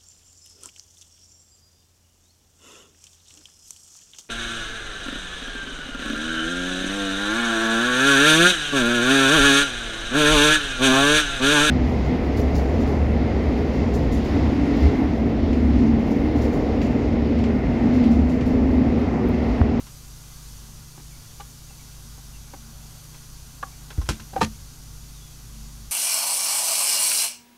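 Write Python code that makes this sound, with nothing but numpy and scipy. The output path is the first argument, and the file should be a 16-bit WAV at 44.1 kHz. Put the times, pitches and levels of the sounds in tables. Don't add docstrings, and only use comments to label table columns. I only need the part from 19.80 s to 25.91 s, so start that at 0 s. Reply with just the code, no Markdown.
import sys
import numpy as np
from scipy import signal
from scipy.fft import rfft, irfft, next_fast_len
from scipy.io import wavfile
from scipy.ndimage import uniform_filter1d, map_coordinates

SR = 44100
rng = np.random.default_rng(int(sys.argv[2]) if len(sys.argv) > 2 else 0)


def wav_out(sig):
    wavfile.write(sys.argv[1], SR, np.round(np.clip(np.atleast_2d(sig).T, -1, 1) * 32767).astype(np.int16))


def invert_db(x):
    u = np.asarray(x, float) / 20
    return 10 ** u


N = 269451

# f/Hz, rms level/dB, unsteadiness/0-1
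HUM_LINES = [(50, -46.5, 0.24), (121.4, -52.5, 0.02), (150, -52, 0.12), (101.8, -61.5, 1),
             (173.3, -74.5, 0.5)]
# f/Hz, level/dB per Hz
RUMBLE_SPECTRUM = [(18, -2), (33, -6), (46, -4.5), (90, -6.5), (108, -26), (155, -14.5), (185, -18.5),
                   (230, -14), (380, -27), (500, -38), (1000, -74)]
AIR_SPECTRUM = [(150, -20), (300, -10), (550, -5), (800, -11), (1050, -7.5), (1600, -11), (2200, -13),
                (3300, -10), (4500, -9), (6000, -3.5), (8000, -11.5), (11900, -10), (14000, -16.5),
                (16000, -19)]
WHIRR_SPECTRUM = [(500, -10), (750, 7), (1050, -4), (1500, 3), (2200, -27)]
# f/Hz, width/Hz, level/dB
ROOM_RIDGES = [(596, 265, -4.5), (3800, 83, 6.5), (3863, 100, -6), (4484, 110, 7), (5490, 140, -9),
               (5970, 100, 0.5), (6895, 59, 6.5), (2205, 40, -4), (7920, 40, 6.5), (1780, 130, -3.5),
               (8580, 230, 5), (9100, 76, 7), (9540, 40, -12), (10000, 53, -11)]
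# middle t/s, length/s, level/dB
DRONE_SWELLS = [(.93, 0.21, -57.5), (2.62, 0.66, -59.5), (2.87, 0.098, -50), (3.05, 0.072, -58),
                (5.79, 0.15, -48), (6, 0.13, -53.5)]
DRONE_HZ, DRONE_REST_DB = 221.6, -68.5
# middle t/s, length/s, level/dB
WHIRR_SWELLS = [
    (0, 0.2, -67),
    (2.45, 0.34, -61.5),
    (2.98, 0.32, -56),
    (4.2, 0.67, -58),
]
WHIRR_REST_DB = -59

# t/s, peak level/dB
LATCH_TAPS = [(0, -47), (.066, -46), (3.344, -47), (4.1025, -37.5), (4.258, -46), (4.396, -40)]
CAM_THUDS = [(.883, -46.5), (1.177, -39), (1.196, -43), (2.379, -45), (2.736, -31.5), (2.759, -48),
             (3.048, -47.5)]
SLIDE_NUDGES = [
    (1.5975, -32),
    (1.607, -38),
    (1.903, -46),
]
LEVER_TICKS = [
    (3.827, -18.5),
    (3.847, -40),
    (3.864, -42),
]
# t/s, peak level/dB, t60/s, click over body/dB, bench over body/dB
LATCH_SNAPS = [
    (4.177, -46, 0.12, -8, 19),
    (4.214, -34.5, 0.077, -4, 1),
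    (4.2872, -39, 0.023, 14, -15),
    (4.2895, -8, 0.0095, 1, -6),
    (4.294, -22, 0.05, 3, 1),
    (4.302, -28, 0.088, 2, 3.5),
    (4.318, -42.5, 0.23, 5, 4),
]
PAWL_DROPS = [
    (4.532, -31, 0.035, -22, 4),
    (4.558, -30, 0.031, -14, 4),
    (4.5615, -12, 0.023, -24, -18),
    (4.575, -28.5, 0.03, -20, 5.5),
    (4.59, -32, 0.029, -25, -3),
]
LIFT_CLUNKS = [
    (4.607, -23, 0.025, -0.5, -12),
    (4.6118, -8, 0.039, -14.5, -8.5),
    (4.618, -20, 0.027, -2, -4),
    (4.626, -21, 0.047, 1, -7),
    (4.641, -27, 0.036, 5, -2),
    (4.655, -38, 0.064, -4, 7),
]

# f/Hz, width/Hz, level/dB
LATCH_MODES = [(426, 170, 4), (599, 150, -1.5), (847, 330, 2), (1056, 95, 7.5), (1315, 160, 6.5),
               (1565, 360, 5), (2030, 150, 0.5), (2450, 150, -23), (2760, 90, -19), (3320, 100, 0.5),
               (3960, 110, 3), (5540, 190, 4), (7200, 330, -26)]
CAM_MODES = [(290, 73, 2.5), (437, 100, -4), (570, 150, -7), (784, 54, 1.5), (921, 250, 0),
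             (1170, 130, -3.5), (1530, 220, -8.5)]
SLIDE_MODES = [(447, 50, -3.5), (810, 24, 6.5), (1010, 120, -10), (1170, 55, 0), (1500, 200, -8.5),
               (2200, 150, -22)]
LEVER_MODES = [(493, 72, -3.5), (772, 42, 2), (1020, 22, -3), (1110, 17, 2.5), (1187, 63, 3),
               (1417, 63, -2.5), (1673, 78, -2)]
PAWL_MODES = [(508, 54, -4.5), (740, 100, -5), (770, 44, 6.5), (926, 90, -3.5), (1050, 100, -13),
              (1245, 100, -13), (1590, 94, -12), (1900, 300, -20), (2460, 170, -27)]
PLINTH_MODES = [(432, 59, -3), (512, 18, -2), (712, 24, -1.5), (790, 40, -4), (914, 65, 5), (1023, 130, -5),
                (1193, 190, 0.5), (1495, 81, -4), (1627, 290, -4.5), (1833, 19, -7), (2450, 83, -11.5),
                (3200, 170, -8), (4026, 31, -8)]
BENCH_MODES = [(92, 24, 1), (139, 180, -13), (178, 27, 6), (255, 33, 2), (292, 67, 3.5), (337, 14, -1)]
# f/Hz, level/dB
CLICK_SPECTRUM = [(1200, -11), (2500, 0.5), (4500, -2.5), (6500, -4), (8500, -9.5), (11000, -12.5),
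                  (16000, -32)]
SOFT_HZ = 5100

# t/s, peak level/dB, first f/Hz, settled f/Hz, t60/s
THUMPS = [
    (4.182, -11.5, 119, 59.5, 0.11),
    (4.216, -22, 60, 41.7, 0.11),
    (4.239, -26, 110, 50, 0.16),
    (4.288, -17, 208, 52, 0.11),
    (4.595, -27.5, 110, 88, 0.13),
    (4.6241, -5.5, 240, 150, 0.018),
]
BEND_S = .0059
# t/s, level/dB, f/Hz that the blow favours
SLAMS = [
    (4.2954, -25, 150),
    (4.4, -36, 132),
    (4.625, -18, 150),
]
# f/Hz, level/dB, t60/s
TOP_MODES = [(84, 3, .2), (140, -2.5, 0.11), (219.3, 1, 0.23), (281, 4, 0.1)]
# t/s, length/s, first f/Hz, last f/Hz, level/dB
BIRD_NOTES = [
    (1.29, .09, 2700, 2240, -59),
    (1.876, .07, 2780, 2640, -63),
    (1.99, .039, 2320, 2240, -59),
    (2.53, .055, 3100, 2700, -59),
    (2.63, .09, 2600, 2300, -63),
    (3.9, .07, 2150, 2380, -60),
    (5.335, .21, 4000, 3340, -58),
]


def unit(x):
    return x / np.sqrt(np.mean(x ** 2) + 1e-20)


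def along(points, hz):
    f, value = np.transpose(points)
    return np.interp(np.log(hz + 1), np.log(f + 1), value)


def wobble(rate):
    knots = rng.standard_normal(int(N * 40 / SR) + 4)
    return map_coordinates(knots, [np.arange(N) * min(rate, 40) / SR])


def filtered(x, response):
    m = next_fast_len(len(x) + 8192)
    return irfft(rfft(x, m) * response(np.fft.rfftfreq(m, 1 / SR)), m)[:len(x)]


def resonances(modes):
    def response(f):
        return sum((-1) ** k * invert_db(db) * 1j * f * width / (centre ** 2 - f * f + 1j * f * width)
                   for k, (centre, width, db) in enumerate(modes))
    return response


def noise(spectrum):
    return unit(filtered(rng.standard_normal(N), lambda hz: invert_db(along(spectrum, hz))))


def swells(rows, rest_db):
    t = np.arange(N) / SR
    return invert_db(rest_db) + sum(invert_db(db) * 2 ** (-(2 * (t - s) / length) ** 2) for s, length, db in rows)


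def sine(cycles):
    return np.sin(2 * np.pi * cycles)


def place(out, s, sound):
    out[round(s * SR):][:len(sound)] += sound


def contacts(rows, body, held, rise_s, rough, after_db, dull_db):
    out, t = np.zeros(N + SR), np.arange(SR // 4) / SR
    for s, db, t60, click_db, bench_db in rows:
        shake = rng.standard_normal((4, len(t)))
        ragged = invert_db(3.5 * unit(uniform_filter1d(shake[3], size=110)))
        rise = (1 - np.exp(-t / rise_s)) ** 2
        shape = rise * invert_db(-60 * np.maximum(t - held * t60, 0) / max(t60, .005))

        def fade(width):
            return shape + rise * invert_db(after_db) * np.exp(-np.pi * width * t)

        def rattle_response(hz):
            return resonances(body)(hz) / (1 + 1j * hz / SOFT_HZ) ** 2

        def click_response(hz):
            return invert_db(along(CLICK_SPECTRUM, hz) - dull_db * np.log2(1 + hz / 3000))

        tones = sum(invert_db(level + rng.normal()) * fade(width) * sine(hz * t + rng.random())
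                    for hz, width, level in body)
        rattle = filtered(shake[0] * shape, rattle_response)
        click = filtered(shake[1] * ragged * (shape + invert_db(5) * fade(16)), click_response)
        knock = filtered(shake[2] * shape, resonances(BENCH_MODES))
        shares = [1, rough, invert_db(click_db), invert_db(bench_db)]
        sound = sum(g * v / np.linalg.norm(v) for g, v in zip(shares, (tones, rattle, click, knock)))
        place(out, s, invert_db(db - 9.0) * np.linalg.norm(shape) * sound)
    return out[:N]


def alike(rows, t60, click_db, bench_db):
    return [(s, db, t60, click_db, bench_db) for s, db in rows]


def hum():
    t = np.arange(N) / SR
    lines = np.zeros(N)
    for hz, db, loose in HUM_LINES:
        level = invert_db(db) * np.sqrt(2) * (1 + 1.5 * loose * wobble(8.1))
        lines += level * np.sin(2 * np.pi * hz * t + loose * wobble(13))
    return lines + invert_db(-48.5 + 0.43 * wobble(4.8)) * noise(RUMBLE_SPECTRUM)


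def drone():
    t = np.arange(N) / SR
    return swells(DRONE_SWELLS, DRONE_REST_DB) * np.sin(2 * np.pi * DRONE_HZ * t + 1.6 * wobble(7))


def hiss():
    t = np.arange(SR // 4) / SR
    echoes = rng.standard_normal(len(t)) * invert_db(-27.5 - 60 * t / 0.2)
    echoes[0] = 1
    comb = np.abs(rfft(echoes))
    comb /= uniform_filter1d(comb, size=40)
    comb_hz = np.linspace(0, SR / 2, len(comb))

    def room(f):
        ridges = invert_db(sum(db * 2 ** (-(2 * (f - c) / width) ** 2) for c, width, db in ROOM_RIDGES))
        return ridges * np.interp(f, comb_hz, comb) ** (f / (f + 500))

    air = filtered(noise(AIR_SPECTRUM), room)
    return invert_db(-48.5 + 0.27 * wobble(3.37)) * unit(air)


def whirr():
    flutter = invert_db(1.1 * wobble(21))
    return swells(WHIRR_SWELLS, WHIRR_REST_DB) * invert_db(-8.5) * flutter * noise(WHIRR_SPECTRUM)


def latch_taps():
    rows = alike(LATCH_TAPS, 0.1, click_db=4.5, bench_db=-20)
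    return contacts(rows, LATCH_MODES, held=0.036, rise_s=0.00056, rough=1.6, after_db=-12, dull_db=5.5)


def cam_thuds():
    rows = alike(CAM_THUDS, 0.03, click_db=-16, bench_db=-6)
    return contacts(rows, CAM_MODES, held=0.27, rise_s=0.00041, rough=0.89, after_db=21, dull_db=-4)


def birds():
    out = np.zeros(N + SR)
    for s, length, first_hz, last_hz, db in BIRD_NOTES:
        u = np.linspace(0, 1, round(length * SR))
        waver = uniform_filter1d(rng.standard_normal((2, SR // 4)), size=300)[:, :len(u)] * np.sqrt(300)
        pitch = last_hz + (first_hz - last_hz) * (1 - u) ** 4 + 55 * waver[0]
        swell = invert_db(db + 4 * waver[1]) * np.sin(np.pi * u) ** 0.39
        place(out, s, swell * sine(np.cumsum(pitch) / SR))
    return out[:N]


def slide_nudges():
    rows = alike(SLIDE_NUDGES, 0.035, click_db=-3, bench_db=-30)
    return contacts(rows, SLIDE_MODES, held=0.22, rise_s=0.0011, rough=0.98, after_db=-12, dull_db=7.0)


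def lever_ticks():
    rows = alike(LEVER_TICKS, .021, click_db=-16.5, bench_db=-18)
    return contacts(rows, LEVER_MODES, held=0.49, rise_s=0.00072, rough=0.59, after_db=-11, dull_db=8)


def latch_snaps():
    return contacts(LATCH_SNAPS, LATCH_MODES, held=0.047, rise_s=0.00015, rough=0.87,
                    after_db=-3, dull_db=-0.5)


def thumps():
    out, t = np.zeros(N + SR), np.arange(SR // 2) / SR
    for s, db, first_hz, last_hz, t60 in THUMPS:
        pitch = last_hz + (first_hz - last_hz) * np.exp(-t / BEND_S)
        swell = (1 - np.exp(-t / 0.0022)) * invert_db(db - 60 * (t / t60) ** 1.24)
        place(out, s, -swell * sine(np.cumsum(pitch) / SR))
    return out[:N]


def bench_slams():
    out, t = np.zeros(N + SR), np.arange(SR // 2) / SR
    for s, db, push_hz in SLAMS:
        ring = np.zeros(len(t))
        for hz, level, t60 in TOP_MODES:
            driven_db = level - 13 * np.log2(hz / push_hz) ** 2
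            ring += invert_db(driven_db - 60 * (t / t60) ** 1.11) * sine(hz * t)
        place(out, s, -invert_db(db) * (1 - np.exp(-t / 0.0046)) * ring)
    return out[:N]


def pawl_drops():
    return contacts(PAWL_DROPS, PAWL_MODES, held=0.25, rise_s=0.00053, rough=0.74, after_db=-14, dull_db=8)


def lift_clunks():
    return contacts(LIFT_CLUNKS, PLINTH_MODES, held=.24, rise_s=0.00076, rough=0.54, after_db=-6, dull_db=1.7)


def scene():
    steady = hum() + drone() + hiss() + whirr()
    small = latch_taps() + cam_thuds() + slide_nudges() + lever_ticks()
    large = latch_snaps() + pawl_drops() + lift_clunks()
    bench = thumps() + bench_slams()
    return (steady + small + birds() + large + bench)[None]


def top_cut(x):
    return signal.sosfilt(signal.butter(12, 16780, fs=SR, output="sos"), x)


def record(dry):
    kept = filtered(dry[0], lambda hz: 1 / (1 + (hz / 15720) ** 400))[None]
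    return top_cut(kept)


dry = scene()
out = record(dry)
wav_out(out)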